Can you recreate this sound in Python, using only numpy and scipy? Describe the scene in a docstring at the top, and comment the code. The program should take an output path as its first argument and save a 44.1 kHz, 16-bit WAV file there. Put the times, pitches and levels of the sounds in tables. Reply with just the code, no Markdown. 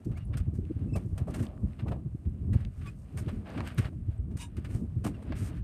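"""A small sailing boat on a breezy lake, heard from on board.
From the start, eddies thump on the microphone while the slack sail flaps, crinkles and slides over
itself; now and then the rigging squeaks and small gear ticks. Around 3.6 s the cloth rustles hard
among sharp ticks. At 4.4 s a rope runs over a ringing fitting, then the sail flaps and swishes again."""
import sys
import numpy as np
from scipy import signal
from scipy.fft import rfft, irfft, next_fast_len
from scipy.io import wavfile
from scipy.ndimage import uniform_filter1d

SR = 44100
rng = np.random.default_rng(int(sys.argv[2]) if len(sys.argv) > 2 else 0)


def digitize_waveform(pressure):
    """Quantize a signal to 16-bit integers and store it at the path in sys.argv[1].

    Rows of a 2-D input are taken as channels; values are limited to [-1, 1].
    """
    field = np.atleast_2d(pressure).T
    bounded = np.clip(field, -1, 1)
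    quanta = np.round(bounded * 32767).astype(np.int16)
    wavfile.write(sys.argv[1], SR, quanta)


N = 248283
TIME = np.arange(N) / SR
CUTOFF_HZ = 15200


# The bed of wind. Each row: time in seconds, rumble and flutter levels in dB before trim.
WIND_BED = [(0, -58, -50), (0.05, -50, -63), (0.08, -30.5, -42.5), (0.2, -40.5, -52), (0.26, -37.5, -51),
            (0.35, -36, -44.5), (0.45, -36.5, -63), (0.55, -37.5, -46), (0.65, -36.5, -44),
            (0.74, -40, -59), (0.82, -37.5, -41), (0.95, -38.5, -45.5), (1.03, -44.5, -43),
            (1.17, -38, -52.5), (1.3, -39, -42.5), (1.43, -39.5, -35.5), (1.51, -44.5, -51.5),
            (1.6, -42, -47), (1.68, -32.5, -45.5), (1.75, -49.5, -55), (1.85, -36.5, -39),
            (1.95, -34.5, -41.5), (2.02, -45.5, -48), (2.11, -40, -59), (2.21, -48.5, -56.5),
            (2.3, -37.5, -48), (2.38, -41, -45.5), (2.46, -31.5, -44), (2.54, -26.5, -38.5),
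            (2.6, -44, -54), (2.67, -33.5, -44.5), (2.74, -48, -63.5), (2.81, -36, -48.5),
            (2.92, -44.5, -52), (3.0, -45, -59.5), (3.11, -48.5, -52), (3.16, -43, -46.5), (3.3, -38, -53),
            (3.39, -34, -41), (3.44, -50, -48), (3.52, -47, -46.5), (3.6, -36.5, -40.5),
            (3.74, -45.5, -48.5), (3.85, -36, -53), (3.9, -45.5, -44.5), (3.98, -37.5, -49),
            (4.14, -41.5, -63), (4.22, -37, -51), (4.34, -39, -40), (4.39, -44.5, -51.5),
            (4.53, -43.5, -53.5), (4.6, -43, -46), (4.64, -40, -50.5), (4.7, -37.5, -42.5),
            (4.83, -38.5, -43.5), (4.89, -39, -51), (4.97, -35.5, -59), (5.1, -42.5, -36),
            (5.17, -38.5, -49), (5.23, -51, -47.5), (5.28, -37.5, -44), (5.44, -36, -46), (5.55, -41, -42),
            (5.63, -31, -54)]
# Eddies hitting the microphone. Each row: centre in seconds, half length in seconds, pitch in Hz,
# thump and flutter burst levels in dB before trim.
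EDDY_HITS = [(0.072, 0.0077, 111, -28, -36.5), (0.306, 0.009, 96, -30, -56),
             (0.361, 0.0064, 132, -27.5, -43), (0.411, 0.0078, 79, -20, -44),
             (0.486, 0.0099, 109, -24.5, -41), (0.539, 0.0086, 133, -39, -44),
             (0.594, 0.0075, 87, -27.5, -35.5), (0.712, 0.0069, 103, -29.5, -32.5),
             (0.772, 0.0065, 90, -26.5, -42), (0.825, 0.014, 101, -32, -44),
             (0.869, 0.012, 102, -39, -36.5), (0.934, 0.011, 109, -24.5, -37),
             (0.97, 0.011, 95, -26, -35.5), (1.061, 0.011, 106, -29, -42.5),
             (1.133, 0.0068, 77, -23.5, -40.5), (1.221, 0.0075, 98.6, -25, -40.5),
             (1.297, 0.0063, 106, -28, -37), (1.414, 0.011, 115, -26, -37.5), (1.644, 0.0085, 87, -23, -32),
             (1.837, 0.0068, 110, -28.5, -46), (1.912, 0.012, 116, -34, -39.5),
             (2.069, 0.01, 132, -27.5, -44), (2.152, 0.0053, 112, -29.5, -41.5),
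             (2.276, 0.0097, 72.5, -24, -39.5), (2.561, 0.005, 103, -15.5, -32.5),
             (2.615, 0.0091, 95, -28.5, -48), (3.168, 0.014, 105, -30, -52), (3.222, 0.0098, 100, -28, -42),
             (3.275, 0.0096, 111, -33.5, -37), (3.335, 0.011, 116, -40, -37.5),
             (3.576, 0.012, 125, -30.5, -37), (3.796, 0.0086, 113, -18.5, -32),
             (3.859, 0.008, 102, -33, -48), (4.091, 0.0083, 96.3, -22, -46),
             (4.196, 0.0081, 89, -26, -50.5), (4.356, 0.0048, 105, -25, -39),
             (4.584, 0.0071, 92, -26.5, -35.5), (4.755, 0.0041, 108, -19, -39.5),
             (4.83, 0.013, 94, -35.5, -35), (4.977, 0.01, 106, -26.5, -42.5),
             (5.067, 0.012, 107, -30.5, -32), (5.309, 0.0075, 89, -28.5, -36.5),
             (5.431, 0.01, 92, -29.5, -39.5)]
# Tone of the deep rumble and of the flutter above it. Each row: frequency in Hz, relative level in dB.
RUMBLE_EQ = [(12, -40), (20, -31.5), (47, -3), (81, 2), (107, -1.5), (220, -16), (290, -48.5), (480, -120)]
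FLUTTER_EQ = [(110, -20), (175, 2.5), (250, -1.5), (330, -7.5), (450, -19), (650, -37.5), (1000, -64)]

def wind(rumble_trim_db=1.5, thump_trim_db=-1.5, burst_trim_db=2.5, sag_per_s=20.3, lead_s=0.0018):
    """Turbulence on the microphone; each eddy adds a thump of sagging pitch and a burst of flutter."""
    rumble_db, flutter_db = automation(WIND_BED)
    thumps, bursts = np.zeros(N), np.zeros(N)
    for at_s, half_s, hz, thump_db, burst_db in EDDY_HITS:
        near, t = around(at_s, reach_s=0.06)
        phase = 2 * np.pi * (hz * (t - sag_per_s * t * t / 2) + rng.random())
        thump_shape = np.exp(-0.5 * (t / half_s) ** 2)
        burst_shape = np.exp(-0.5 * ((t + lead_s) / (1.035 * half_s)) ** 2)  # small whirls arrive first
        thumps[near] += from_db(thump_db + thump_trim_db) * np.sqrt(2) * thump_shape * np.sin(phase)
        bursts[near] += from_db(burst_db + burst_trim_db) * burst_shape
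    rumble = levelled(equalised(rng.standard_normal(N), RUMBLE_EQ), span_s=0.069)
    flutter = levelled(equalised(rng.standard_normal(N), FLUTTER_EQ), span_s=0.016)
    flutter_gain = np.hypot(from_db(flutter_db), bursts)
    return from_db(rumble_db + rumble_trim_db) * rumble + thumps + flutter_gain * flutter


# Cloth sliding over itself. Each row: time in seconds, body, crinkle and swish levels in dB before trim.
SAIL_SLIDE = [(0, -66, -70, -77), (0.1, -62, -74, -73), (0.13, -56, -68, -80), (0.21, -67, -61, -80),
              (0.27, -67, -77, -75), (0.32, -56, -71, -80), (0.42, -65, -66.5, -78),
              (0.5, -62.5, -73.5, -81), (0.57, -66.5, -76, -79), (0.68, -67, -67.5, -76),
              (0.75, -68, -68, -77), (0.82, -60, -64.5, -76), (0.9, -62, -73, -75), (1.0, -58, -61.5, -70),
              (1.08, -67, -75, -71), (1.16, -61, -70.5, -74.5), (1.22, -50, -62, -74),
              (1.26, -67, -72, -78), (1.33, -57, -59, -72), (1.36, -48.5, -61, -62),
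              (1.43, -52.5, -54.5, -59), (1.49, -52.5, -64, -80), (1.6, -59.5, -76, -75),
              (1.7, -61, -66, -73.5), (1.77, -68, -68, -76), (1.84, -57, -70, -82), (1.95, -52, -70, -76),
              (2.02, -65, -75, -81), (2.2, -69, -74.5, -77.5), (2.4, -68, -72, -79),
              (2.51, -61.5, -75, -77.5), (2.57, -59, -58, -71), (2.63, -59, -62, -77),
              (2.7, -69.5, -72.5, -77), (2.79, -66, -65.5, -68.5), (2.84, -70, -61.5, -70),
              (2.95, -69, -73, -75), (3.0, -65.5, -75, -69), (3.08, -65, -68, -75), (3.16, -61, -66, -71),
              (3.24, -59, -60.5, -72), (3.33, -61, -60, -68), (3.44, -59.5, -68, -76),
              (3.47, -48.5, -50.5, -71), (3.54, -48.5, -52.5, -67.5), (3.59, -47, -47, -67),
              (3.63, -45.5, -57, -70), (3.67, -55, -45, -56), (3.71, -57, -49.5, -65),
              (3.755, -56, -61, -71), (3.82, -51.5, -48.5, -60), (3.865, -48, -50, -64),
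              (3.9, -63, -73, -75), (3.98, -72.5, -74.5, -79), (4.06, -67, -73.5, -81),
              (4.12, -61.5, -65.5, -75), (4.2, -67, -73.5, -81.5), (4.28, -68, -76, -84),
              (4.35, -62, -71, -77), (4.53, -69, -70, -83), (4.62, -63, -65, -78), (4.68, -67, -67, -75),
              (4.71, -58, -56, -59.5), (4.77, -60, -60.5, -61), (4.81, -59.5, -73, -68),
              (4.88, -64.5, -71.5, -78.5), (5.02, -69, -71.5, -76), (5.11, -64, -65, -76),
              (5.2, -54.5, -64.5, -75), (5.24, -61, -67, -73), (5.28, -53, -57.5, -74),
              (5.345, -56, -55, -75), (5.365, -58, -51.5, -54), (5.44, -56.5, -54.5, -53.5),
              (5.485, -56, -53.5, -53), (5.52, -55, -59, -74), (5.58, -65, -57.5, -67.5),
              (5.63, -67, -74, -88)]
# Flaps of the sail. Each row: peak time, rise and fall in seconds, then body, crinkle and swish levels
# in dB before trim.
SAIL_FLAPS = [(0.052, 0.0053, 0.008, -73, -67.5, -64), (0.118, 0.004, 0.016, -61, -62.5, -73),
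              (0.176, 0.0055, 0.012, -55.5, -58, -63.5), (0.341, 0.0089, 0.013, -55, -52.5, -72),
              (0.374, 0.0036, 0.011, -52, -49, -50), (0.402, 0.003, 0.0078, -59, -57, -68),
              (0.56, 0.02, 0.02, -68, -72, -69), (0.964, 0.008, 0.012, -36, -53.5, -52),
              (1.181, 0.0035, 0.012, -46.5, -52, -54), (1.282, 0.0093, 0.022, -41, -63.5, -67),
              (1.308, 0.0057, 0.01, -53, -60, -62), (1.346, 0.006, 0.019, -50, -49, -51.5),
              (1.401, 0.013, 0.01, -61, -55, -60), (1.429, 0.0053, 0.02, -56, -59, -56),
              (1.797, 0.0065, 0.016, -52.5, -53, -69.5), (1.872, 0.012, 0.013, -45.5, -70, -78),
              (1.887, 0.008, 0.011, -47, -54, -63.5), (1.92, 0.006, 0.016, -37, -54, -69),
              (2.256, 0.004, 0.008, -56, -71, -82), (2.534, 0.0034, 0.011, -62, -52.5, -58.5),
              (2.55, 0.01, 0.007, -47.5, -64, -74), (2.608, 0.005, 0.016, -69, -61, -69),
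              (2.819, 0.0055, 0.015, -64, -59, -71), (2.872, 0.016, 0.023, -57.5, -56, -64),
              (3.176, 0.0055, 0.01, -53, -53.5, -56.5), (3.19, 0.01, 0.017, -53, -53, -52),
              (3.286, 0.0055, 0.017, -43.5, -49.5, -63), (3.581, 0.0075, 0.008, -42.5, -48, -64),
              (3.675, 0.0024, 0.0048, -50, -43.5, -50), (3.785, 0.0065, 0.013, -59, -40, -47.5),
              (3.858, 0.011, 0.014, -53, -48, -67), (3.934, 0.006, 0.011, -60, -81, -84),
              (4.318, 0.0089, 0.01, -59, -69.5, -76), (4.374, 0.0052, 0.014, -64, -57.5, -55),
              (4.571, 0.0044, 0.014, -61, -55, -60.5), (4.65, 0.0049, 0.014, -54, -51, -61.5),
              (4.752, 0.008, 0.019, -54.5, -65, -61), (5.049, 0.0065, 0.013, -39.5, -47.5, -49.5),
              (5.067, 0.0046, 0.016, -38, -48, -49.5), (5.148, 0.007, 0.018, -67, -63.5, -79),
              (5.228, 0.006, 0.01, -52, -62, -68.5), (5.324, 0.002, 0.0067, -39.5, -47, -75)]

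def cloth_band(band, eq, grain, slide_trim_db, flap_trim_db):
    """One band of cloth (0 body, 1 crinkle, 2 swish): it rustles as it slides and swells at each flap."""
    flap_power = np.zeros(N)
    for peak_s, rise_s, fall_s, *levels_db in SAIL_FLAPS:
        near, t = around(peak_s, reach_s=0.15)
        shape = np.exp(-(np.minimum(t, 0) / rise_s) ** 2 - np.maximum(t, 0) / fall_s)
        flap_power[near] += (from_db(levels_db[band] + flap_trim_db) * shape) ** 2
    slide = from_db(automation(SAIL_SLIDE)[band] + slide_trim_db)
    texture = levelled(equalised(grain, eq), span_s=0.041)
    return np.sqrt(slide ** 2 + flap_power) * texture


# Tone of the sail's low, middle and high bands. Each row: frequency in Hz, relative level in dB.
BODY_EQ = [(250, -18.5), (420, 2.5), (520, 2.5), (630, 5), (690, 1), (750, 0), (900, -5.5), (1200, -6.5),
           (1600, -32.5)]
CRINKLE_EQ = [(850, -11.5), (1220, 4.5), (1420, 3), (1640, 3.5), (1900, 0.5), (2850, -1), (3200, -6),
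              (5000, -14.5), (6800, -37.5)]
SWISH_EQ = [(3600, -7), (5000, -2.5), (7700, -1), (8700, 5.5), (10000, -5.5), (12300, -4.5), (15000, -20)]

def sail():
    """The belly of the sail slaps, its creases crinkle and its weave swishes."""
    belly = friction(snaps_per_s=900, spread_db=3.5, smooth_db=-6)
    creases = friction(snaps_per_s=1400, spread_db=2.5, smooth_db=-2.5)
    weave = friction(snaps_per_s=2500, spread_db=11.0, smooth_db=4.0)
    body = cloth_band(0, BODY_EQ, belly, slide_trim_db=-1.9, flap_trim_db=-0.5)
    crinkle = cloth_band(1, CRINKLE_EQ, creases, slide_trim_db=-3.75, flap_trim_db=2.0)
    swish = cloth_band(2, SWISH_EQ, weave, slide_trim_db=-4.5, flap_trim_db=1.0)
    return body + crinkle + swish


# One short run of the rope. Each row: time in seconds, level in dB before trim.
ROPE_RUN = [(0, -120), (4.36, -110), (4.385, -57), (4.405, -47), (4.42, -43.5), (4.445, -52.5),
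            (4.465, -63), (4.49, -83), (4.52, -120)]
# Tone of the rubbing fibres. Each row: frequency in Hz, relative level in dB.
ROPE_EQ = [(410, -41), (700, -21), (965, -2), (1260, -12), (1650, -11.5), (2460, -4.5), (2760, -10.5),
           (3850, -11.5), (4210, -15), (8750, -9.5), (15000, -29)]
# The fitting's ring. Each row: pitch in Hz, width in Hz before narrowing, level in dB before halving.
FITTING_MODES = [(945, 29, -1.5), (1667, 27, -5), (2880, 150, -1), (3570, 33, -11), (3750, 58, 2),
                 (5000, 51, -12), (5770, 31, -7), (6250, 40, -13), (7260, 30, -13), (7880, 35, -5),
                 (8740, 41, 3), (9820, 32, -16)]

def rope(ring_db=13.5, narrowing=0.6, trim_db=-1.0):
    """Rope fibres rub over a fitting, which rings on after them."""
    fibres = friction(snaps_per_s=5100, spread_db=3.0, smooth_db=1.5)
    rub = from_db(automation(ROPE_RUN)[0]) * equalised(fibres, ROPE_EQ)
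    ring = sum(from_db(db / 2) * resonance(rub, hz, narrowing * width) for hz, width, db in FITTING_MODES)
    return from_db(trim_db) * (rub + from_db(ring_db) * ring) / np.sqrt(2)


# Ticks of small gear. Each row: start in seconds, peak level in dB before trim, pitch in Hz.
GEAR_TICKS = [(0.652, -53, 2600), (1.467, -42.5, 3200), (1.577, -49, 1290), (1.733, -50, 1870),
              (2.65, -37.5, 2550), (3.263, -50, 3000), (3.494, -52, 11000), (3.503, -48, 6000),
              (3.583, -40, 2200), (3.6052, -27, 1000), (3.613, -39, 1800), (3.675, -34, 2180),
              (3.746, -46, 12000), (5.323, -31, 1580)]

def gear_ticks(contact_s=0.0012, damping=0.28, trim_db=-1.5):
    """A brief rough contact excites one heavily damped resonance."""
    out = np.zeros(N)
    for start_s, db, hz in GEAR_TICKS:
        near, t = around(start_s, reach_s=0.02)
        contact = rng.standard_normal(N)[:len(t)] * (t >= 0) * np.exp(-np.abs(t) / contact_s)
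        ring = resonance(contact, hz, damping * hz)
        tick = resonance(ring, hz, 2 * hz)  # a broad band-pass softens the edges
        out[near] += from_db(db + trim_db) * tick / np.abs(tick).max()
    return out


# Squeaks of the rigging. Each row: centre in seconds, half length in seconds, pitch in Hz,
# glide in octaves per second, level in dB, overtone level in dB relative to the fundamental.
RIGGING_SQUEAKS = [(.172, 0.012, 2280, 8.5, -58, -19), (.215, .025, 2840, 0, -68.5, -20),
                   (.255, .005, 10200, -2, -66, -40), (.902, .012, 2650, 1, -67.5, -20),
                   (.941, 0.0074, 2586, -6.5, -56, -8), (.952, 0.0078, 2600, -2, -50.5, -22),
                   (.977, 0.0079, 2300, -5, -57, -21), (2.87, 0.018, 1137, -1, -52, -16),
                   (2.885, 0.013, 2483, 0.5, -52, -16), (4.18, 0.0055, 8086, -4, -71, -40),
                   (5.152, 0.01, 2760, -4, -62, -19)]

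def rigging_squeaks(waver=0.005):
    """Stick and slip in the rigging: short gliding tones with up to two overtones."""
    out = np.zeros(N)
    wobble = 1 + waver * drift(per_s=220)
    for at_s, half_s, hz, glide, db, overtones_db in RIGGING_SQUEAKS:
        near, t = around(at_s, reach_s=0.08)
        pitch_hz = hz * 2 ** (glide * t) * wobble[near]
        phase = 2 * np.pi * np.cumsum(pitch_hz) / SR
        overtones = sum(np.sin(k * phase) for k in (2, 3) if k * hz < CUTOFF_HZ)
        tone = np.sin(phase) + from_db(overtones_db) * overtones
        out[near] += from_db(db) * np.sqrt(2) * np.exp(-(t / half_s) ** 2) * tone
    return out


# Tone of the background hiss. Each row: frequency in Hz, relative level in dB.
HISS_EQ = [(1760, -23), (3000, -19), (5140, -20), (6550, -4), (7700, -1.5), (8410, 3.5), (10100, 1),
           (11600, 0.5), (13000, -6), (15000, -30.5)]

def hiss(level_db=-87):
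    """A faint, even, bright hiss behind everything."""
    return from_db(level_db) * equalised(rng.standard_normal(N), HISS_EQ)


def friction(snaps_per_s, spread_db, smooth_db):
    """Tiny snaps of uneven size over smooth friction noise."""
    sizes = from_db(spread_db * np.minimum(rng.exponential(1, N), 4)) * rng.choice([-1, 1], N)
    snaps = sizes * (rng.random(N) < snaps_per_s / SR)
    return unit_power(snaps) + from_db(smooth_db) * rng.standard_normal(N)


def from_db(db):
    """Decibels to gain."""
    return 10 ** (np.asarray(db) / 20)


def unit_power(x):
    """Scale to an rms of 1."""
    return x / np.sqrt(np.mean(x ** 2) + 1e-20)


def automation(rows):
    """One curve per level column, ramping from row to row."""
    times_s, *columns = np.transpose(rows)
    return [np.interp(TIME, times_s, column) for column in columns]


def equalised(x, eq, skirt_db_per_octave=36):
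    """Causal (minimum-phase) EQ with steep skirts; the result has unit power."""
    hz, db = np.transpose(eq)
    size = 2 * next_fast_len(N // 2 + 4096)
    octave, points = np.log2(np.maximum(np.fft.rfftfreq(size, 1 / SR), 1)), np.log2(hz)
    octaves_outside = np.abs(octave - np.clip(octave, points[0], points[-1]))
    gain = from_db(np.interp(octave, points, db) - skirt_db_per_octave * octaves_outside)
    cepstrum = irfft(np.log(gain + 1e-5))[:size // 2]
    response = np.exp(2 * rfft(cepstrum, size))
    return unit_power(irfft(rfft(x, size) * response)[:N])


def drift(per_s):
    """A random wander with unit power."""
    knots = rng.standard_normal(4096)
    return unit_power(np.interp(TIME * per_s, np.arange(len(knots)), knots))


def levelled(x, span_s):
    """Hold the power of a noise steady over the given span."""
    size = max(int(span_s * SR), 8)
    power = uniform_filter1d(uniform_filter1d(x * x, size), size)
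    return x / np.sqrt(np.abs(power) + 1e-6)


def resonance(x, hz, width_hz):
    """Two-pole resonance with gain 1 at its peak."""
    r = np.exp(-np.pi * width_hz / SR)
    feedback = [1, -2 * r * np.cos(2 * np.pi * hz / SR), r * r]
    return signal.lfilter(np.array([1, 0, -1]) * (1 - r * r) / 2, feedback, x)


def around(at_s, reach_s):
    """The samples near a moment, and their times from it."""
    near = slice(max(int((at_s - reach_s) * SR), 0), int((at_s + reach_s) * SR))
    return near, TIME[near] - at_s


def scene():
    """A dry mono mix: everything is close by in open air."""
    return (hiss() + wind() + sail() + rope() + gear_ticks() + rigging_squeaks())[None, :]


def record(dry):
    """The microphone sheds the deepest rumble and the top is cut."""
    low_cut = signal.butter(2, 28, "high", fs=SR, output="sos")
    high_cut = signal.ellip(10, 0.1, 80, CUTOFF_HZ, fs=SR, output="sos")
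    return signal.sosfilt(high_cut, signal.sosfilt(low_cut, dry))


dry = scene()
out = record(dry)
digitize_waveform(out)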